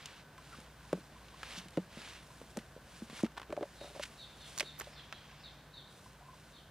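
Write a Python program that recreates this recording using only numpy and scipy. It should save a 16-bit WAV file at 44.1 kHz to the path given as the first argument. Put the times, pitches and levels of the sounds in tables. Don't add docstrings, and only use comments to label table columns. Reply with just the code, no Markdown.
import sys
import numpy as np
from scipy import signal
from scipy.fft import rfft, irfft, next_fast_len
from scipy.io import wavfile

SR = 44100
rng = np.random.default_rng(int(sys.argv[2]) if len(sys.argv) > 2 else 0)


def transcribe(signal):
    frames = np.atleast_2d(signal).T
    limited = np.clip(frames, -1, 1)
    pcm = np.round(limited * 32767).astype(np.int16)
    wavfile.write(sys.argv[1], SR, pcm)


def rack_gain(trim_db):
    fader = np.asarray(trim_db, float)
    return 10 ** (fader / 20)


N = 295639
TIME = np.arange(N) / SR
HZ = np.fft.rfftfreq(N, 1 / SR) + 1


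def rms_one(x):
    return x / np.sqrt(np.mean(x ** 2) + 1e-20)


def in_time(rows):
    s, *columns = np.transpose(rows)
    return [np.interp(TIME, s, c) for c in columns]


def at_hz(points, hz):
    point_hz, point_db = np.transpose(points)
    return np.interp(np.log(hz), np.log(point_hz), point_db)


def drift(rate_hz):
    count = int(N / SR * rate_hz * 2) + 3
    return rms_one(signal.resample(rng.standard_normal(count), N))


def resonance(x, hz, width_hz):
    r = np.exp(-np.pi * width_hz / SR)
    poles = [1, -2 * r * np.cos(2 * np.pi * hz / SR), r * r]
    return signal.lfilter([(1 - r * r) / 2, 0, (r * r - 1) / 2], poles, x)


def bell(middle, length, fade=None):
    width = length if fade is None else np.where(TIME < middle, length, fade)
    return np.exp(-.5 * ((TIME - middle) / width) ** 2)


def near_noise(db, lag_us, blur_hz, pan_db):
    right, own = rfft(rng.standard_normal((2, N)))
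    alike = 1 / (1 + (HZ / blur_hz) ** 2)
    late = right * np.exp(-2e-6j * np.pi * HZ * lag_us)
    left = alike * late + np.sqrt(1 - alike ** 2) * own
    return rms_one(irfft(np.array([left * rack_gain(pan_db), right]) * rack_gain(db), N))


def struck(blows, modes, octaves, spread_db, lift_db, rounding):
    s, db, hardness = np.transpose(blows)
    contact_hz = 150 * 2 ** (2.83 * hardness)
    chance = rng.standard_normal((len(s), len(modes)))
    out = np.zeros(N)
    for k, (hz, mode_db, t60) in enumerate(modes):
        near_db = -6 * (np.log2(hz / contact_hz) / octaves) ** 2
        clicks = np.zeros(N) + 1e-18
        clicks[(s * SR).astype(int)] = rack_gain(db + lift_db + mode_db + near_db + spread_db * chance[:, k])
        r, w = rack_gain(-60 / (t60 * SR)), 2 * np.pi * hz / SR
        ring = signal.lfilter([0, np.sin(w)], [1, -2 * r * np.cos(w), r * r], clicks)
        out += resonance(ring, hz, rounding * hz)
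    return signal.sosfilt(signal.butter(2, 140, "high", fs=SR, output="sos"), out)


# t/s, relative peak level/dB, hardness (0-1)
BOX_BLOWS = [(0.586, -38, 0.13), (0.9304, -19.5, 0.49), (0.9354, -25, 0.1), (0.952, -42, 0.6),
             (0.975, -44, 0.42), (0.984, -43, 0.22), (1.576, -35.5, 0.08), (1.658, -39.5, 0.01),
             (1.7748, -17.5, 0.31), (1.7804, -29, 0.54), (1.797, -44, 0.6), (1.972, -38, 0.29),
             (2.415, -45, 0.47), (2.565, -45, 0.7), (2.5727, -25, 0.19), (2.5777, -29, 0.31),
             (2.764, -44.5, 0.42), (2.776, -50, 0.53), (3.021, -28, 0), (3.098, -35.5, 0.01),
             (3.129, -33, 0.07), (3.235, -15.5, 0.15), (3.243, -47, 1), (3.257, -35, 0.27)]
# f/Hz, relative level/dB, decay by 60 dB t/s
BOX_MODES = [(184.3, 1, 0.098), (226.6, 1.5, 0.051), (264, -2, 0.038), (309, 8.5, 0.028), (387, 6, 0.024),
             (459, 8, 0.023), (509, 7, 0.02), (560, -1.5, 0.03), (870, 4, 0.034), (1190, 4, 0.041)]
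PRESSED_S, PRESSED_DB = 2.3, 2


def box():
    free = [row for row in BOX_BLOWS if row[0] < PRESSED_S]
    pressed = [(s, db + PRESSED_DB, hard) for s, db, hard in BOX_BLOWS if s >= PRESSED_S]
    settings = dict(octaves=0.78, spread_db=3.5, lift_db=-8.5, rounding=0.54)
    return -(struck(free, BOX_MODES, **settings) + struck(pressed, BOX_MODES[1:], **settings))


# t/s, relative peak level/dB, hardness (0-1)
LID_KNOCKS = [(3.496, -38, 0.53), (3.505, -23.5, 0.32), (3.527, -23, 0.48), (3.541, -33, 0.3),
              (3.566, -34, 0.45), (3.576, -27.5, 0.63), (3.585, -35, 0.96), (3.593, -39, 0.5),
              (3.602, -39, 0.3), (3.61, -29, 0.56), (3.624, -26, 0.47), (3.631, -25, 0.75),
              (3.654, -41.5, 0.84), (3.813, -39, 0.67), (3.822, -43, 0.6), (3.834, -41.5, 0.58),
              (3.845, -39, 0.6), (3.859, -39, 0.92), (3.876, -45, 0.7), (3.901, -45, 0.58),
              (3.911, -44.5, 0.5), (3.95, -37, 0.84), (3.961, -37.5, 0.7), (3.974, -44, 0.8),
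              (3.9965, -27.5, 0.82), (4.608, -30, 0.57), (4.628, -38, 0.57), (4.81, -36.5, 0.53),
              (4.871, -45, 0.7)]
# f/Hz, relative level/dB, decay by 60 dB t/s
LID_MODES = [(269, -17, 0.048), (351, -3.5, 0.021), (412, 4, 0.019), (475, -6.5, 0.041), (586, 7.5, 0.027),
             (679, 0.5, 0.022), (795, -8, 0.022), (1000, -7, 0.027)]


def lid():
    return struck(LID_KNOCKS, LID_MODES, octaves=0.56, spread_db=3.0, lift_db=-4.5, rounding=0.35)


# t/s, relative peak level/dB, centre f/Hz, relative treble level/dB
EDGE_TICKS = [(0.058, -32.5, 3500, -38), (0.0874, -46.5, 3040, -65), (0.38, -41, 1280, -54),
              (0.529, -46, 2600, -61), (0.602, -44, 1190, -48.5), (0.9293, -29.5, 1180, -41.5),
              (1.284, -46, 3300, -68), (1.4317, -27.5, 1170, -68), (1.6842, -41.5, 3580, -51),
              (1.706, -60, 1700, -50), (1.7725, -32.5, 1640, -53), (2.4155, -46, 940, -58),
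              (2.5711, -31.5, 980, -36.5), (2.589, -38.5, 2480, -62), (3.099, -38, 905, -61),
              (3.192, -35, 1400, -52), (3.2026, -37, 1100, -52), (3.23, -40, 1640, -40),
              (3.2455, -36, 2200, -54), (3.264, -36, 1140, -69), (3.319, -50, 3000, -67),
              (3.3687, -39, 902, -75), (3.373, -40, 1050, -68), (3.3758, -34, 1000, -69),
              (3.3792, -31, 970, -64), (3.3982, -35, 1090, -60), (3.4169, -34, 1000, -65),
              (3.43, -40, 980, -67), (3.504, -42, 1100, -62), (3.5253, -33.5, 1260, -48.5),
              (3.5667, -38, 1300, -60), (3.609, -43, 1000, -64), (3.6285, -35, 1210, -64),
              (3.812, -45.5, 1500, -64), (3.996, -35.5, 1510, -58), (4.5775, -30, 1300, -31.5),
              (4.5854, -28.5, 4480, -29), (4.5977, -19, 4530, -33), (4.6061, -19.5, 2200, -30.5),
              (4.628, -37.5, 1860, -52), (4.781, -48, 1200, -56), (4.7908, -52, 982, -45),
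              (4.799, -35, 1080, -35), (4.8098, -31, 1660, -61), (4.816, -33.5, 1070, -39.5),
              (5.1258, -28, 1490, -75)]


def ticks(white):
    out, t = np.zeros((2, N)), np.arange(SR // 12) / SR
    for s, db, hz, treble_db in EDGE_TICKS:
        i = int(s * SR)
        t60 = 0.044 * rack_gain(0.032 * (db + 49.0))
        rattle = white[:, i:i + len(t)] * rack_gain(-60 * t / t60) * (1 - np.exp(-t / 0.00029))
        slip = rattle * rack_gain(-60 * t / 0.078) - 7.6 * (t == 0)
        centre = resonance(slip, hz, 0.62 * hz) * np.sqrt(SR / 4 / hz)
        rim = 0.7 * resonance(slip, 2300, 1700)
        core = signal.lfilter([.36], [1, -.8, .16], centre + rim)
        brief = rattle * rack_gain(-60 * t / 0.02)
        edge = resonance(resonance(brief, 4800, 7200), 4800, 9000) * rack_gain(treble_db + 7.0)
        out[:, i:i + len(t)] += rack_gain(db - 5.5) * core + edge
    return out


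# middle t/s, rms level/dB, centre f/Hz, bell width t/s
GRIT_SCUFFS = [(0.55, -63, 1400, 0.02), (1.58, -46, 3380, 0.012), (3.177, -53, 2870, 0.0086),
               (3.252, -55.5, 2000, 0.0089), (3.857, -56.5, 680, 0.03), (3.962, -55.5, 700, 0.015),
               (4.013, -55, 2360, 0.014), (4.033, -46, 2340, 0.007), (4.037, -45.5, 1350, 0.006),
               (4.057, -49, 2300, 0.004), (4.847, -54, 3500, 0.0038)]


def scuffs(white):
    grit = white * rack_gain(3 * drift(400))
    squeak = rms_one(resonance(resonance(white, 12300, 300), 12300, 260))
    out = rack_gain(-43) * bell(4.796, 0.005) * squeak
    for s, db, hz, length in GRIT_SCUFFS:
        band = resonance(resonance(grit, hz, 0.5 * hz), 3100, 13000)
        out = out + rack_gain(db) * bell(s, length) * rms_one(band)
    return out


# start t/s, relative peak level/dB, f/Hz
FLUTTERS = [(0.384, -53, 1020), (0.525, -42.5, 1386), (0.54, -51, 1220), (1.1558, -55, 1007),
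            (1.2196, -55, 1030), (1.3329, -53, 1040), (2.3, -54, 1000), (5.3298, -57, 1045),
            (6.06, -52.5, 1015), (6.21, -54, 740), (6.221, -54, 1000), (6.255, -54, 1045),
            (6.283, -53, 1030), (6.305, -57, 1030), (6.33, -54, 1000)]


def pings():
    white, out = rng.standard_normal(N), np.zeros(N)
    for s, db, hz in FLUTTERS:
        note = rms_one(resonance(resonance(white, hz, 110), hz, 120))
        out += rack_gain(db - 4.5) * bell(s + 0.0056, 0.0052, 0.0085) * note
    return out


# peak t/s, relative dull level/dB, relative bright level/dB, swell width t/s, fade width t/s
SOFT_SWELLS = [(0.06, -61.5, -72, 0.2, 0.071), (0.19, -64, -78, 0.075, 0.03), (0.55, -67.5, -68, 0.12, 0.1),
               (0.91, -70, -69, 0.11, 0.13), (1.26, -71, -73, 0.13, 0.17), (1.54, -56, -62, 0.1, 0.069),
               (1.74, -69, -69.5, 0.029, 0.086), (2.0, -61.5, -66.5, 0.067, 0.055),
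               (2.1, -58, -64, 0.09, 0.071), (2.33, -74, -68.5, 0.11, 0.33),
               (2.62, -74, -77, 0.048, 0.0065), (2.97, -68, -65, 0.081, 0.11),
               (3.188, -56.5, -59, 0.054, 0.03), (3.9, -69.5, -66.5, 0.21, 0.33),
               (4.53, -65.5, -62, 0.11, 0.12), (4.9, -72, -68.5, 0.11, 0.027), (5.3, -67, -97, 0.83, 0.21),
               (6.0, -78, -69, 0.093, 0.14), (6.42, -75, -72, 0.12, 0.18)]
# f/Hz, relative level/dB per Hz
RUSTLE_COLOUR = [(400, -9.5), (1000, -4), (1700, -2.5), (2800, -1), (4000, -3), (7000, -8), (10000, -8.5),
                 (12000, -18.5), (16000, -25)]


def rustle():
    shapes = np.array([bell(s, swell, fade) for s, _, _, swell, fade in SOFT_SWELLS]) ** 2
    _, dull_db, bright_db, _, _ = np.transpose(SOFT_SWELLS)
    dull_gain = np.sqrt(rack_gain(-75) ** 2 + rack_gain(dull_db) ** 2 @ shapes)
    bright_gain = np.sqrt(rack_gain(-86.5) ** 2 + rack_gain(bright_db) ** 2 @ shapes)
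    colour = at_hz(RUSTLE_COLOUR, HZ)
    share = 1 / (1 + (HZ / 4800) ** 4)
    dull = near_noise(colour + 10 * np.log10(share), 25.4, 14000, -0.57)
    bright = near_noise(colour + 10 * np.log10(1 - share), 24.0, 15000, -0.31)
    dull = dull * dull_gain * rack_gain(6.0 + 0.6 * drift(25))
    bright = bright * bright_gain * rack_gain(2.5 + 1.14 * drift(30))
    return (dull + bright) * rack_gain(1.66 * drift(500))


# t/s, length t/s, held f/Hz, last f/Hz, relative level/dB
SPARROW_CHIRPS = [(3.754, 0.12, 3890, 3550, -62), (4.167, 0.096, 3970, 3110, -54.5),
                  (4.389, 0.092, 3710, 3020, -57.5), (4.628, 0.09, 3900, 3150, -54.5),
                  (4.9, 0.064, 5340, 4380, -67), (4.944, 0.075, 3600, 3050, -56),
                  (5.125, 0.056, 3420, 3160, -58.5), (5.388, 0.04, 5250, 4500, -70),
                  (5.418, 0.085, 3950, 2980, -58.5), (5.719, 0.1, 3994, 3054, -56.5),
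                  (5.869, 0.017, 3940, 3760, -61), (6.518, 0.092, 3805, 2900, -61.5)]


def sparrow():
    voice = np.zeros(N)
    for s, length, held_hz, last_hz, db in SPARROW_CHIRPS:
        u = np.arange(int(length * SR)) / (length * SR)
        hz = held_hz + (last_hz - held_hz) * u ** 2.1 - 1200 * np.exp(-u / 0.059)
        upper_hz = np.clip(1.19 * hz, 0, max(4340, hz.max()))
        trill = 1 + 0.038 * np.sin(2 * np.pi * 70 * u * length)
        upper_trill = 1 + 0.038 * np.sin(2 * np.pi * 110 * u * length)
        phase = 2 * np.pi * np.cumsum(hz * trill) / SR
        upper = 2 * np.pi * np.cumsum(upper_hz * upper_trill) / SR
        strands = np.sin(phase) + 0.66 * np.sqrt(1 - u) * np.sin(upper)
        i = int(s * SR)
        voice[i:i + len(u)] += rack_gain(db + 3) * np.sin(np.pi * u ** 1.2) * strands
    voice = voice * rack_gain(2.04 * drift(60) + 2.9 * drift(250))
    t = np.arange(SR) / SR
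    tail = rack_gain(-60 * t / 0.85) + 1.2 * rack_gain(-60 * t / 0.21)
    echoes = rng.standard_normal((2, len(t))) * tail
    echoes = echoes / np.sqrt(np.sum(echoes ** 2, axis=1, keepdims=True))
    shared, own = signal.fftconvolve(voice[None], echoes, axes=1)[:, :N]
    return rack_gain(-2.0) * voice + rack_gain(0.5) * (shared + 0.32 * own * [[1], [-1]])


# f/Hz, left-right correlation (-1 to 1)
FAR_LIKENESS = [(60, 0.999), (130, 0.999), (290, 0.98), (640, 0.93), (1410, 0.96), (3100, 0.75),
                (6820, 0.19), (15000, 0.038)]


def wide_noise(db):
    mid, side = rfft(rng.standard_normal((2, N)))
    alike = np.clip(at_hz(FAR_LIKENESS, HZ), -1, 1)
    both = np.sqrt(1 + alike) * mid + np.sqrt(1 - alike) * side * [[1], [-1]]
    return rms_one(irfft(both * rack_gain(db), N))


def steady(x, share):
    envelope = np.abs(signal.hilbert(x, next_fast_len(N))[:N])
    return rms_one(x / (envelope + 0.31) ** share)


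# f/Hz, relative level/dB per Hz
TOWN_COLOUR = [(12, -60), (20, -26), (49, -2), (151, 0.5), (361, -8.5), (652, -7), (913, -10), (1020, -8),
               (1350, -12.5), (1560, -8.5), (2310, -22), (9140, -27), (12100, -30.5), (15200, -33),
               (16500, -59)]
# t/s, relative roar level/dB, then the level/dB of each of the three drones
TRAFFIC = [(0.0, -64, -81, -70, -69), (0.49, -63, -65.5, -68.5, -74.5), (4.0, -63, -66, -68, -77.5),
           (5.34, -63.5, -65, -65.5, -81), (6.7, -64.5, -70, -69, -74)]
# f/Hz, width of each of two filter passes f/Hz
ENGINE_DRONES = [(58, 3.9), (146, 9.8), (1517, 2.1)]


def town():
    roar_db, *drone_db = in_time(TRAFFIC)
    out = wide_noise(at_hz(TOWN_COLOUR, HZ)) * rack_gain(roar_db + 4.5)
    for db, (hz, width_hz) in zip(drone_db, ENGINE_DRONES):
        white = rng.standard_normal(N)
        band = rms_one(resonance(resonance(white, hz, width_hz), hz, width_hz))
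        out = out + rack_gain(db) * steady(band, 0.81)
    return out


# f/Hz, relative level/dB of each overtone
WHINE_COLOUR = [(12500, -110), (13496, -95), (14200, -106), (14917, -96), (15600, -104)]


def whine():
    out = np.zeros(N)
    for hz in 142.07 * np.arange(88, 110):
        phase = 0.5 * rng.standard_normal()
        out += rack_gain(at_hz(WHINE_COLOUR, hz) + 5.5) * np.sin(2 * np.pi * hz * TIME + phase)
    return out


def scene():
    ahead = near_noise(0, 24.6, 32000, -0.43)
    aside = near_noise(0, 45, 20000, -3.5)
    white = np.where(TIME < 4.5, ahead, aside)
    close_by = box() + lid() + ticks(white) + scuffs(white) + pings()
    return close_by + rustle() + sparrow() + town() + whine()


def low_pass(x):
    return signal.sosfilt(signal.butter(12, 16640, fs=SR, output="sos"), x)


def record(dry):
    mix = signal.sosfilt(signal.cheby2(10, 30, 16100, fs=SR, output="sos"), dry)
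    return low_pass(mix)


dry = scene()
out = record(dry)
transcribe(out)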